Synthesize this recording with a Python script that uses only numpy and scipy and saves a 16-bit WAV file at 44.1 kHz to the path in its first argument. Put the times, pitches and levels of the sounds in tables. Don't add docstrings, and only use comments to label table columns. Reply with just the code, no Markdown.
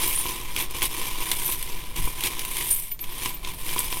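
import sys
import numpy as np
from scipy import signal
from scipy.fft import rfft, irfft
from scipy.io import wavfile

SR = 44100
rng = np.random.default_rng(int(sys.argv[2]) if len(sys.argv) > 2 else 0)


def transcribe(u):
    v = np.clip(np.atleast_2d(u).T, -1, 1)
    q = np.round(v * 32767).astype(np.int16)
    wavfile.write(sys.argv[1], SR, q)


N = 176400

# (time [s], pitch [Hz], relative level [dB])
CHARM_JOSTLES = [(.07, 14200, -24), (.148, 9270, -20.5), (.18, 10070, -20.5), (.198, 9270, -24.5),
                 (1.446, 13000, -21.5), (1.485, 10100, -28), (1.515, 12260, -29), (2.702, 9320, -16.5),
                 (2.703, 13000, -20), (2.719, 9300, -17.5), (2.737, 13400, -25), (2.905, 13940, -24),
                 (3, 12330, -28.5), (3.336, 13800, -33)]
# (frequency [Hz], relative level [dB])
CLATTER_SPECTRUM = [(100, -19.5), (450, -7.5), (680, -17), (1600, -11), (2150, 1.5), (3600, 0.5),
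                    (4500, -7), (6400, -8.5), (7500, -11.5), (11000, -21)]
TICK_SPECTRUM = [(3000, -25.5), (7000, -15.5), (8200, -3), (10000, 1), (12000, 0.5), (14000, -6),
                 (16000, -9)]
CLATTER_T60_S, TICK_T60_S, TOP_HZ = 0.011, 0.012, 15800


def undb(db):
    return 10 ** (np.asarray(db) / 20)


def unit_rms(x):
    return x / np.sqrt(np.mean(x ** 2))


def unit_energy(x):
    return x / np.sqrt(np.sum(x ** 2))


def clock(size):
    return np.arange(size) / SR


def fade(t, t60):
    return np.exp(-np.log(1000) * t / t60)


def add(out, start, x):
    i = max(int(start * SR), 0)
    out[i:i + len(x)] += x[:max(len(out) - i, 0)]


def gains(points, size):
    hz, db = np.array(points).T
    bin_hz = np.arange(size // 2 + 1) * SR / size
    return undb(np.interp(np.log(bin_hz + 1), np.log(hz), db))


def colour(points, size=1024):
    cepstrum = irfft(np.log(gains(points, size)))
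    cepstrum[1:size // 2] *= 2
    cepstrum[size // 2 + 1:] = 0
    return irfft(np.exp(rfft(cepstrum)))


def noise(points):
    return unit_rms(irfft(rfft(rng.standard_normal(N)) * gains(points, N), N))


def rumble():
    # (frequency [Hz], relative level [dB])
    room_spectrum = [(12, -2), (24, -15.5), (50, -21), (90, -33), (140, -28), (220, -38), (600, -44),
                     (3000, -55)]
    bump_spectrum = [(12, -20), (27, 6.5), (65, -20.5), (100, -31), (145, -19), (230, -41), (900, -56)]
    t = clock(N)
    ebb = np.exp(-((t - 2.9) / 0.2) ** 2)
    bump = np.exp(-((t - 2.015) / 0.055) ** 2)
    return noise(room_spectrum) * undb(-29 - 6 * ebb) + noise(bump_spectrum) * undb(-18.5) * bump


def room_echoes(x, t60=0.074, size=16384):
    response = unit_energy(rng.standard_normal(size) * fade(clock(size), t60))
    return signal.fftconvolve(x, response)[:N]


def bowl_ring():
    # (frequency [Hz], relative level [dB], t60 [s])
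    modes = [(129.7, -14.5, 0.098), (366, -15, 0.096), (480, -7, 0.029), (1001.6, -3.5, 0.053),
             (1056, -2.5, 0.057), (2348, -8, 0.045)]
    t = clock(8192)
    return sum(undb(db) * np.sin(2 * np.pi * hz * t) * fade(t, t60) for hz, db, t60 in modes)


def knocks():
    # (time [s], relative level [dB])
    impacts = [(0.256, -30.5), (.839, -34), (1.491, -32), (2.075, -30), (3.259, -28), (3.763, -27.5),
               (3.792, -32.5), (3.927, -33.5), (3.97, -34)]
    out, ring = np.zeros(N), bowl_ring()
    for start, db in impacts:
        add(out, start, undb(db + 4) * ring)
    return out


def pieces(spectrum, t60, free=True, count=300, size=2048):
    t = clock(size)
    piece_t60 = t60 * 2 ** rng.uniform(-1.25, 1, (count, 1))
    pile_scatter = undb(-12.5) * fade(t, t60=0.069)
    crack = rng.standard_normal((count, size)) * (fade(t, piece_t60) + pile_scatter)
    mode_hz = rng.uniform(0, TOP_HZ, (count, 1))
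    mode = free * undb(-4.5) * np.sin(2 * np.pi * mode_hz * t) * fade(t, t60=0.029)
    attack = 1 - np.exp(-t / 0.0002)
    clicks = signal.fftconvolve((crack + mode) * attack, colour(spectrum)[None], axes=1)
    return [unit_energy(click) for click in clicks[:, :size]]


def charms(split_hz=34, taps=11, jostle_s=0.02, size=12000):
    out, t = np.zeros(N), clock(size)
    for (start, hz, db), tick in zip(CHARM_JOSTLES, pieces(TICK_SPECTRUM, TICK_T60_S)):
        pair = np.sin(2 * np.pi * hz * t) + undb(-17) * np.sin(2 * np.pi * (hz + split_hz) * t)
        tap = unit_energy(pair * fade(t, t60=0.096)) + undb(-14) * np.pad(tick, (0, size - len(tick)))
        jostle = np.zeros(size)
        for progress in (np.arange(taps) + rng.random(taps)) / taps:
            add(jostle, progress * jostle_s, np.sin(np.pi * progress) * tap)
        add(out, start, undb(db + 26) * unit_energy(jostle))
    return out


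def jingles(detune=0.025):
    t = clock(4096)
    pitches = np.repeat(np.array(CHARM_JOSTLES)[:, 1], 4)
    pitches = pitches * (1 + detune * rng.uniform(-0.93, 1, len(pitches)))
    return [unit_energy(np.sin(2 * np.pi * hz * t) * fade(t, t60=0.067)) for hz in pitches]


def clacks():
    # (time [s], relative clack level [dB], relative tick level [dB])
    impacts = [(0.264, -17, -30), (.563, -9.5, -16), (.575, -13, -34), (.709, -32, -23), (.82, -8, -19),
               (.827, -22, -10.5), (.854, -22, -13), (1.315, -6, -9), (1.523, -15.5, -32),
               (1.627, -19.5, -15.5), (2.207, -16.5, -18), (2.237, -10, -13), (2.271, -13, -29),
               (2.393, -16, -16), (2.45, -16.5, -17), (2.568, -14.5, -16), (2.609, -14.5, -27),
               (2.916, -24.5, -42), (2.991, -25.5, -33), (3.041, -21.5, -27), (3.258, -11, -27),
               (3.448, -15.5, -41), (3.691, -15.5, -27), (3.781, -13, -23), (3.79, -23, -7),
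               (3.804, -20, -13), (3.926, -13.5, -26)]
    out = np.zeros(N)
    bodies = pieces(CLATTER_SPECTRUM, CLATTER_T60_S, free=False)
    ticks = pieces(TICK_SPECTRUM, TICK_T60_S, free=False)
    for (start, clack_db, tick_db), body, tick in zip(impacts, bodies, ticks):
        click = undb(clack_db + 9.5) * body + undb(tick_db + 13) * tick
        bounce_s = 0.0016 * rng.uniform(0.46, 2.2)
        add(out, start, click)
        add(out, start + bounce_s, undb(-13) * click)
    return out


def strike(hits, sounds):
    out = np.zeros(N)
    for i in np.flatnonzero(hits):
        add(out, i / SR, hits[i] * sounds[i % len(sounds)])
    return out


def harden(x, effort_db, edge_hz=6100):
    soft = signal.sosfiltfilt(signal.butter(4, edge_hz, fs=SR, output="sos"), x)
    edge_db = np.minimum(effort_db + 43.5, 2)
    return soft + undb(edge_db) * (x - soft)


def sifting(contacts_per_s=1400, metal_share=0.16):
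    # (time [s], relative clatter level [dB], treble above it [dB])
    stirring = [(0, -30, 1.5), (.08, -34.5, 6.5), (.21, -37.5, 4.5), (.33, -37, 1), (.43, -42.5, -1),
                (.55, -43, 1.5), (.625, -34.5, 2.5), (.68, -48.5, -6), (.77, -37, 0.5), (.89, -41, 2.5),
                (1.05, -35, 1), (1.15, -40, -0.5), (1.21, -36, 0.5), (1.42, -38.5, 6.5), (1.53, -36.5, 7.5),
                (1.565, -42.5, 4.5), (1.74, -41, -1.5), (1.943, -50, -0.5), (1.962, -36, 0.5),
                (2.05, -40, 6.5), (2.15, -44, 0.5), (2.22, -37.5, 1), (2.37, -39.5, -1), (2.53, -39.5, 5),
                (2.611, -37, 4), (2.78, -43, 13), (2.945, -55, 5.5), (2.985, -91, 2), (2.993, -48.5, 0),
                (3.11, -45.5, 1.5), (3.27, -34.5, 3), (3.40, -53, 0), (3.48, -39, -2), (3.57, -48.5, 4),
                (3.72, -36.5, 3), (4, -41, 4.5)]
    # (time [s], duration [s], relative level [dB])
    handfuls = [(0.579, 0.045, -31), (0.815, 0.058, -29.5), (2.226, 0.06, -29.5)]
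    t = clock(N)
    times, *curves = np.array(stirring).T
    effort_db, bright_db = (np.interp(t, times, curve) for curve in curves)
    tumble = sum(undb(db) * np.sqrt(np.clip(1 - (2 * (t - centre) / length) ** 2, 0, 1))
                 for centre, length, db in ((s + span / 2, span, db) for s, span, db in handfuls))
    lift_db = 0.58 * np.maximum(bright_db, 0)
    bowl_gain = np.hypot(undb(effort_db - 1.5 - lift_db), tumble * undb(-8))
    clatter_gain = np.hypot(undb(effort_db + 1), tumble)
    tick_gain = np.hypot(undb(effort_db + bright_db), tumble * undb(2))

    chance = rng.random(N) * SR / contacts_per_s
    strength_db = 3.5 * np.minimum(rng.exponential(size=N), np.pi)
    hits = unit_rms((chance < 1) * rng.choice([-1, 1], N) * undb(strength_db))
    metal_hits = unit_rms(hits * (chance < metal_share))
    bowl_hits = unit_rms(hits * np.sqrt(np.abs(hits)))

    plastic = strike(hits * clatter_gain, pieces(CLATTER_SPECTRUM, CLATTER_T60_S))
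    ticks = strike(hits * tick_gain, pieces(TICK_SPECTRUM, TICK_T60_S))
    metal = strike(metal_hits * undb(effort_db + bright_db - 4.5), jingles())
    hollow = signal.fftconvolve(bowl_hits * bowl_gain, unit_energy(bowl_ring()))[:N]
    return harden(plastic, effort_db) + ticks + metal + hollow


def scene():
    direct = sifting() + clacks() + knocks() + charms()
    return (direct + undb(-12) * room_echoes(direct) + rumble())[None]


def record(dry):
    return signal.sosfilt(signal.ellip(10, .2, 80, TOP_HZ, fs=SR, output="sos"), dry)


dry = scene()
out = record(dry)
transcribe(out)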